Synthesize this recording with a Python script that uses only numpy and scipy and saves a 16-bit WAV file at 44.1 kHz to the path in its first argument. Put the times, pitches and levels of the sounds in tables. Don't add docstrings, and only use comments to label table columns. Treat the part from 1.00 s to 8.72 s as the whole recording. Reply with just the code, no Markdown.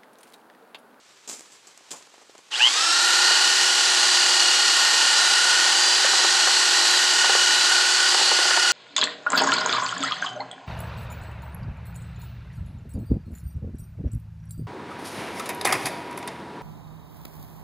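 import sys
import numpy as np
from scipy import signal
from scipy.fft import rfft, irfft, next_fast_len
from scipy.io import wavfile

SR = 44100
rng = np.random.default_rng(int(sys.argv[2]) if len(sys.argv) > 2 else 0)


def to_wav(sig):
    pcm = np.clip(np.atleast_2d(sig), -1, 1) * 32767
    pcm = np.round(pcm).astype(np.int16)
    wavfile.write(sys.argv[1], SR, pcm.T)


N = 340452
TIME = np.arange(N) / SR

# (frequency [Hz], level [dB])
HUSH_COLOUR = [(25, -32), (55, -26), (100, -12), (170, -7.5), (400, -0.5), (750, -1), (1050, 0.5),
               (1600, -1.5), (2150, -2), (2700, -1.5), (4000, -2.5), (7700, -4.5), (10000, -18),
               (13000, -24), (15000, -31)]
# (time [s], level [dB], fade time [s])
BOOT_SCUFFS = [(.276, -36.5, 0.02), (.290, -34.5, 0.059), (.328, -36, 0.018), (.365, -56, 0.17),
               (.52, -47, .025), (.672, -47, .018), (.907, -36, 0.014), (.913, -30.5, 0.013),
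               (.929, -40, 0.016), (.96, -44.5, 0.031)]
# (time [s], level [dB])
GRIT_TICKS = [(.278, -37), (.290, -31), (.297, -24.5), (.314, -28), (0.394, -34), (.408, -33.5),
              (.671, -38), (0.776, -36.5), (0.915, -26), (1.025, -41), (1.38, -41)]
# (frequency [Hz], level [dB])
GRAVEL_COLOUR = [(50, -38), (150, -13), (400, -1.5), (1100, -6), (2000, -8), (3800, -5.5), (5000, -6),
                 (7400, 5.5), (8600, -4), (10000, -13), (15000, -23)]
# (frequency [Hz], width [Hz], boost [dB])
STONE_RESONANCES = [(233, 110, 7.5), (4970, 390, 6)]
# (time [s], level [dB], fade time [s])
MORTAR_PLOPS = [(.806, -52, .008), (.93, -41.5, 0.03), (1.008, -45, 0.0034), (1.068, -46, 0.0051),
                (1.139, -44, 0.0045), (1.179, -44.5, .003), (1.215, -51, .018), (1.295, -46, 0.0037),
                (1.35, -43, 0.0068), (1.387, -46, 0.005)]
# (frequency [Hz], level [dB])
MORTAR_COLOUR = [(80, -27), (250, -5), (450, -1), (1000, -0.5), (1500, -10), (3000, -17), (8000, -16),
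                 (14000, -47)]
# (time [s], length [s], share of full current [0-1])
CURRENT_SURGES = [(1.512, 0.055, 0.77), (1.586, 0.094, 0.97)]
# (time [s], rotor speed lost [turns/s])
ROTOR_DRAG = [(1.655, 0), (1.695, 13), (1.8, 1), (1.98, 0), (2.17, 2.5), (2.4, -2.16), (2.6, -1.21),
              (3.0, 1.9), (4.2, 4.5), (4.44, 3), (4.62, 1.25), (4.94, 0.35), (5.16, 3), (5.68, 4),
              (6.15, 1.3), (6.62, 3), (6.95, 1.8), (7.13, 0), (7.35, 0.6), (7.72, 2.2)]
# (order, level [dB],
# phase swing [rad], throb depth [factor], share of the bite [factor], share of the squeal [factor])
GEAR_TONES = [(4, -32, 1.48, 0.39, 0, 0.59), (8, -32.5, 1.4, 0.79, 0.92, 0.87),
              (12, -31.5, 1.2, 0.25, 0.037, 1.12), (16, -36, 0.86, 0.28, 0.27, 0.34),
              (20, -44, 0.99, 0.27, 0, 1.1), (24, -41, .3, 0.24, 0, 1.9), (28, -51.5, 2, 0.35, 0.24, 0.46),
              (32, -55.5, 0.63, 0.37, 0, 1.9)]
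# (time [s], level change [dB], lead of the teeth's shift over their pressure [rad])
GEAR_WHINE = [(1.68, 4, 0), (1.74, -3, 0), (1.79, 6.5, -0.024), (2.1, 8.5, 0.54), (2.45, 4.5, 1.4),
              (3.1, 1.5, 1.6), (3.9, 3.5, 1.2), (4.55, 8, 0.14), (4.97, -2, -0.24), (5.1, 5, -0.6),
              (5.9, 1.5, 0.23), (6.35, 7.5, 0), (6.55, 5, -0.54), (6.75, 10, 0), (6.93, 4.5, -0.29),
              (7.04, 8.5, 0.18), (7.19, -3, .8), (7.35, 5, 1.2), (7.65, 9, 0.33)]
# (time [s], boost [dB])
TOOTH_BITE = [(2.08, 0), (2.33, 7), (2.62, 3.5), (3.15, 1), (3.45, 7), (3.8, 3), (4.1, 5.5), (4.7, 3.5),
              (5.5, 0), (6.1, 3.5), (6.35, 5.5), (6.9, 2), (7.65, 6.5)]
# (time [s], half length [s], order, change [dB])
GEAR_SWELLS = [(6.38, .14, 8, 2.5), (1.77, .06, 12, 4), (1.98, .1, 12, 5.5), (1.85, .1, 20, 5),
               (1.8, .08, 16, 5), (2.32, 0.11, 12, 7), (3.55, 0.4, 12, 6.5), (4.42, .2, 12, -4),
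               (5.55, .4, 12, 4.5), (6.82, .2, 12, 3), (7.28, 0.08, 12, 7.5), (1.95, .14, 16, 5),
               (5.55, .4, 16, 3), (7.2, .7, 16, -4), (1.58, .02, 24, 14), (1.82, .07, 24, 5),
               (2.08, 0.2, 24, 6), (4.3, 0.18, 24, 8), (2.05, .2, 32, 10), (2.6, .25, 32, 5),
               (3.87, .13, 32, 8), (5.92, .22, 32, 9), (6.6, .25, 32, 5)]
# (frequency [Hz], width [Hz], boost [dB])
SQUEAL_RESONANCES = [(868, 62, 25), (1710, 90, 19.5), (2920, 1200, 22.5)]
# (frequency [Hz], level [dB])
GRATING_COLOUR = [(300, -25), (800, -2), (2000, -13), (3000, 2), (4500, -6), (9000, -26)]
# (frequency [Hz], level [dB])
AIR_COLOUR = [(25, -39), (100, -33), (190, -27.5), (270, -19), (400, -9), (690, -6.5), (1000, -3),
              (2250, -3), (3500, -0.5), (5500, 0.5), (7700, 0.5), (8900, -9.5), (10500, -14.5),
              (12400, -29), (15000, -39)]
# (time [s], level change [dB])
AIR_TREBLE = [(2.3, 0.35), (5.9, -0.5), (6.9, -1.5), (7.72, -3)]
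# (frequency [Hz], width [Hz], boost [dB])
HOUSING_RESONANCES = [(319, 45, 9), (810, 99, 8), (1090, 52, 4.5), (1560, 390, 3.5), (1910, 280, 5),
                      (2200, 110, -6), (2440, 270, 0), (3010, 1200, 5), (4280, 63, 3.5), (4640, 890, 5.5)]
# (order, level [dB])
FAN_TONES = [(2, -52), (3, -49), (7, -47), (14, -41), (15, -44), (18, -43.5), (19, -43.5), (21, -44),
             (22, -44.5), (23, -47), (25, -64), (29, -61)]
# (time [s], order 11 level [dB], order 13 level [dB])
SURGING_TONES = [(1.75, -31, -43), (2.0, -27.5, -41), (2.25, -28, -24), (2.6, -31, -42),
                 (3.2, -31.5, -28.5), (3.5, -35, -30), (3.95, -31.5, -35), (4.35, -28.5, -28),
                 (4.62, -32.5, -39), (4.85, -28.5, -21.5), (5.15, -27, -38), (5.45, -31, -47),
                 (5.9, -25, -33), (6.22, -34.5, -33), (6.6, -24.5, -30), (6.85, -35.5, -35),
                 (7.1, -35, -23.5), (7.25, -26.5, -33), (7.45, -45, -30)]
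# (time [s], level [dB])
UNBALANCE_HUM = [(1.65, -58), (1.85, -47.5), (2.12, -41), (2.5, -44), (3.2, -42.5), (3.6, -44.5),
                 (4.1, -53), (4.8, -42.5), (7.72, -43.5)]
# (time [s], level [dB])
CHATTER_LEVEL = [(1.95, -31), (2.3, -28.5), (2.7, -33.5), (3.7, -33), (4.05, -28), (4.4, -32), (4.6, -29),
                 (5.0, -33.5), (5.7, -32), (6.5, -32.5), (7.72, -39)]
# (frequency [Hz], level [dB])
CHATTER_COLOUR = [(200, -29.5), (600, -37), (850, 1.5), (1300, -9.5), (1900, -2), (2250, -11), (6000, -36)]
# (frequency [Hz], width [Hz], boost [dB])
SHELL_RESONANCES = [(860, 350, 6.5), (1838, 120, 17), (3045, 110, 30), (4500, 600, 16)]
# (time [s], level [dB], contact length [s], extra low thud [dB])
PADDLE_KNOCKS = [(2.305, -27, 0.015, 2), (5.042, -20, 0.007, 1), (5.127, -20.5, 0.01, -1),
                 (5.187, -22.5, 0.01, -1), (5.240, -19, .007, 0), (5.469, -20, 0.01, -1),
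                 (6.238, -21, 0.0075, -3), (6.290, -23, .014, 2), (6.346, -21.5, 0.012, 3),
                 (6.708, -26, .007, -6), (7.120, -24.5, .007, -4), (7.140, -21.5, 0.012, -3),
                 (7.192, -25.5, .01, -2), (7.208, -24, 0.012, -1), (7.310, -22, 0.013, 4),
                 (7.384, -24, 0.014, 0), (7.450, -26, .008, 0), (7.505, -17.5, 0.004, -7),
                 (7.568, -13, 0.0055, -8)]
# (frequency [Hz], time to fade by 60 dB [s], level [dB])
BUCKET_NOTES = [(376, 0.047, -3), (550, 0.021, 0.5), (785, 0.029, 7), (918, 0.042, 3.5), (1093, 0.03, 3),
                (1260, 0.011, 8), (1800, 0.013, 8)]
# (frequency [Hz], level of the left-right difference [dB])
STEREO_WIDTH = [(60, -31), (150, -3), (300, -20), (900, -29), (1480, -11.5), (1900, -53), (3300, -25),
                (4300, -17.5), (7600, -20), (9200, 4), (10600, -15)]

SMALL_GEAR_TEETH, BIG_GEAR_TEETH = 4, 41
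GEAR_RATIO = SMALL_GEAR_TEETH / BIG_GEAR_TEETH
TRIGGER_S, FREE_TURNS_PER_S, MAINS_HZ = 1.5, 366.5, 60


def from_db(db):
    return 10 ** (np.asarray(db) / 20)


def rms_one(x):
    return x / np.sqrt(np.mean(x ** 2) + 1e-20)


def in_time(rows):
    times, *columns = np.transpose(rows)
    return [np.interp(TIME, times, column) for column in columns]


def drift(rate_hz):
    pole = np.exp(-40 * np.pi * rate_hz / SR)
    noise = rng.standard_normal(N // 20 + 4002)
    slow = signal.lfilter([1], [1, -2 * pole, pole * pole], noise)[4000:]
    return np.interp(np.arange(N) / 20, np.arange(len(slow)), rms_one(slow))


def boost_db(hz, resonances):
    return sum(db / (1 + (2 * (hz - centre) / width) ** 2) for centre, width, db in resonances)


def colour(x, spectrum, resonances=(), keep_power=True):
    size = next_fast_len(N + SR // 10)
    hz = np.maximum(np.fft.rfftfreq(size, 1 / SR), 1)
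    points_hz, points_db = np.transpose(spectrum)
    smooth_db = np.interp(np.log(hz), np.log(points_hz), points_db)
    gain = from_db(smooth_db + boost_db(hz, resonances))
    return irfft(rfft(x, size) * (rms_one(gain) if keep_power else gain), size)[:N]


def ring(x, hz, fade_s):
    decay, angle = from_db(-60 / (fade_s * SR)), 2 * np.pi * hz / SR
    return signal.lfilter([0, np.sin(angle)], [1, -2 * decay * np.cos(angle), decay * decay], x + 1e-18)


def bursts(rows, attack_s=0):
    power = np.zeros(N)
    for time_s, db, fade_s in rows:
        start = int(time_s * SR)
        age = TIME[:min(SR // 2, N - start)]
        rise = np.minimum((age + 1 / SR) / (attack_s + 1 / SR), 1)
        fall = np.exp(-np.maximum(age - attack_s, 0) / fade_s)
        power[start:start + len(age)] += (from_db(db) * rise * fall) ** 2
    return np.sqrt(power)


def hush(level_db=-54.5, stir_db=1.5):
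    return colour(rng.standard_normal(N) * from_db(level_db + stir_db * drift(27)), HUSH_COLOUR)


def gravel_steps(grain_db=0.5, tick_s=0.0016):
    grains = rms_one(rng.standard_normal(N) * from_db(grain_db * np.clip(drift(900), -2, 2)))
    ticks = rng.standard_normal(N) * bursts([(time_s, db, tick_s) for time_s, db in GRIT_TICKS])
    return colour(grains * bursts(BOOT_SCUFFS) + ticks, GRAVEL_COLOUR, STONE_RESONANCES)


def mortar_plops():
    return colour(bursts(MORTAR_PLOPS, attack_s=0.002) * rng.standard_normal(N), MORTAR_COLOUR)


def run_up(rise_s=0.0987, creep_s=0.242, creep_share=0.273):
    age = np.maximum(TIME - TRIGGER_S, 0)
    return 1 - (1 - creep_share) * np.exp(-age / rise_s) - creep_share * np.exp(-age / creep_s)


def motor_current(attack_s=0.013, release_s=0.02, tail_share=0.11, tail_s=0.67):
    surges = 0
    for start_s, length_s, share in CURRENT_SURGES:
        rise = (TIME - start_s) / attack_s
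        since_end = TIME - start_s - length_s
        surges += share * np.clip(np.minimum(rise, 1 - since_end / release_s), 0, 1)
    tail = tail_share * (since_end > 0) * np.exp(-np.abs(since_end) / tail_s)
    return np.clip(np.maximum(surges, tail), 0, 1)


def swell(order):
    return sum(db * np.exp(-((TIME - time_s) / half_s) ** 2)
               for time_s, half_s, which, db in GEAR_SWELLS if which == order)


def gear_whine(speed, rotor, current, flutter_db=0.5, waver_db=0.7, lowest_hz=1000):
    paddle = rotor * GEAR_RATIO
    unevenness = 0.16 * drift(140)
    whine_db, lead = in_time(GEAR_WHINE)
    bite_db, = in_time(TOOTH_BITE)
    out = 0
    for order, db, swing, throb, bite, squeal in GEAR_TONES:
        hz, swell_db = order * speed, swell(order)
        if order == SMALL_GEAR_TEETH:
            db += whine_db
        else:
            db += swell_db + bite * bite_db + waver_db * drift(0.97)
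        db += flutter_db * drift(7.5)
        db += squeal * current * boost_db(hz, SQUEAL_RESONANCES)
        pressure = rms_one(np.exp(throb * np.cos(paddle) + unevenness))
        contact = current + (1 - current) * pressure
        radiated = 1 / np.sqrt(1 + (lowest_hz / hz) ** 10)
        swing *= (1 - current) * from_db(-np.maximum(swell_db, 0))
        slip = 0.55 * current * drift(100)
        shift = swing * np.cos(paddle + lead + 0.19 * drift(9))
        jitter = 0.16 * np.sqrt(order / SMALL_GEAR_TEETH) * drift(62)
        phase = order * rotor + shift + slip + jitter + rng.uniform(0, 2 * np.pi)
        out += from_db(db) * radiated * contact * np.sin(phase)
    return np.sqrt(2) * out


def grating_teeth(current, mains, level_db=-26, ripple=0.43):
    grating = rng.standard_normal(N) * current ** 2 * (1 + ripple * mains)
    return from_db(level_db) * colour(grating, GRATING_COLOUR, SQUEAL_RESONANCES)


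def air_rush(rotor, pace, full_speed_db=-19.5, spark_db=1.0, treble_hz=4000):
    level_db = full_speed_db - 12.5 * (1 - pace) ** 0.66
    treble_db = in_time(AIR_TREBLE)[0] - 20 * (1 - pace) ** 4.2
    rotor_pulse = 1 + 0.042 * (np.cos(rotor) + np.cos(2 * rotor + 1) + 0.81 * np.sin(3 * rotor))
    paddle_pulse = 1 + 0.0058 * np.cos(rotor * GEAR_RATIO)
    hiss = rms_one(rng.standard_normal(N) * rotor_pulse * paddle_pulse * from_db(spark_db * drift(200)))
    treble = signal.sosfilt(signal.butter(1, treble_hz, "high", fs=SR, output="sos"), hiss)
    hiss += (from_db(treble_db) - 1) * treble
    return colour(hiss * from_db(level_db), AIR_COLOUR, HOUSING_RESONANCES)


def rotor_tones(rotor, waver_db=3.5, flutter_db=1.35, jitter_rad=0.087):
    tones = list(zip((11, 13), in_time(SURGING_TONES)))
    tones += [(order, db + waver_db * drift(2.3)) for order, db in FAN_TONES]
    chatter_db, = in_time(CHATTER_LEVEL)
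    for order, db in ((5, -10), (5 + GEAR_RATIO, -8)):
        tones.append((order, chatter_db + db + waver_db * drift(1.2)))
    out = from_db(in_time(UNBALANCE_HUM)[0]) * np.sin(rotor)
    for order, db in tones:
        phase = order * rotor + jitter_rad * drift(25) + rng.uniform(0, 2 * np.pi)
        out += from_db(db + flutter_db * drift(5.6)) * np.sin(phase)
    return np.sqrt(2) * out


def gear_chatter(rotor, bunching=0.25, uneven_db=0.5):
    bunches = np.exp(bunching * np.sin(rotor * GEAR_RATIO))
    chatter = rms_one(rng.standard_normal(N) * bunches * from_db(uneven_db * drift(45)))
    return colour(chatter * from_db(in_time(CHATTER_LEVEL)[0]), CHATTER_COLOUR, SHELL_RESONANCES)


def drill(idle_ripple=0.013, load_ripple=0.67, onset_s=0.016):
    drag, = in_time(ROTOR_DRAG)
    pace, current = run_up(), motor_current()
    speed = np.maximum(pace * (FREE_TURNS_PER_S - drag), 1)
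    rotor = 2 * np.pi * np.cumsum(speed) / SR
    mains = -np.sin(4 * np.pi * MAINS_HZ * TIME)
    pull = 1 + (idle_ripple + load_ripple * current) * mains
    whine = gear_whine(speed, rotor, current) * pace ** 1.55 * pull
    tones = rotor_tones(rotor) * pace ** 3
    air = air_rush(rotor, pace) * (1 + idle_ripple * mains)
    chatter = gear_chatter(rotor) * pace ** 6.9
    grating = grating_teeth(current, mains)
    switched_on = np.clip((TIME - TRIGGER_S) / onset_s, 0, 1) ** 2
    return switched_on * (from_db(-1.1) * whine + from_db(-1.5) * tones + air + chatter + grating)


def faint_low_tone(loudest_db=-74.5):
    waver, = in_time(ROTOR_DRAG)
    hz = 128 - 10 * waver
    level_db = loudest_db + 3 * np.minimum(waver - 3, 0)
    fade_in = run_up() ** 3
    return np.sqrt(2) * fade_in * from_db(level_db) * np.sin(2 * np.pi * np.cumsum(hz) / SR)


def bucket_knocks(lowest_hz=290, tap=0.65, scrape=0.63, attack_s=0.00402):
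    def wall(push, notes):
        push = signal.sosfilt(signal.butter(4, lowest_hz, "high", fs=SR, output="sos"), push + 1e-18)
        return sum((-1) ** k * from_db(db) * ring(push, hz, fade_s)
                   for k, (hz, fade_s, db) in enumerate(notes))

    def force(rows):
        push = scrape * bursts(rows, attack_s) * rng.standard_normal(N)
        for time_s, db, length_s in rows:
            push[int((time_s + attack_s) * SR)] += tap * from_db(db) * np.sqrt(length_s * SR / 2)
        return push

    thud = force([(time_s, db + thud_db, length_s) for time_s, db, length_s, thud_db in PADDLE_KNOCKS])
    knock = force([row[:3] for row in PADDLE_KNOCKS])
    wall_gain = np.linalg.norm(wall(signal.unit_impulse(SR // 4), BUCKET_NOTES))
    return (wall(thud, BUCKET_NOTES[:2]) + wall(knock, BUCKET_NOTES[2:])) / wall_gain


def echoes(x, fade_s=0.32):
    age = TIME[:SR // 2]
    tail = rng.standard_normal(len(age)) * from_db(-60 * age / fade_s)
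    return signal.fftconvolve(x, tail / np.linalg.norm(tail))[:N]


def scene():
    middle = drill() + faint_low_tone() + from_db(3.5) * bucket_knocks()
    middle += mortar_plops() + gravel_steps() + hush()
    side = colour(echoes(middle), STEREO_WIDTH, keep_power=False)
    return np.array([middle + side, middle - side]) * from_db([[-0.3], [0.3]])


def record(dry, stop_hz=15700):
    return signal.sosfilt(signal.cheby2(16, 70, stop_hz, fs=SR, output="sos"), dry)


dry = scene()
out = record(dry)
to_wav(out)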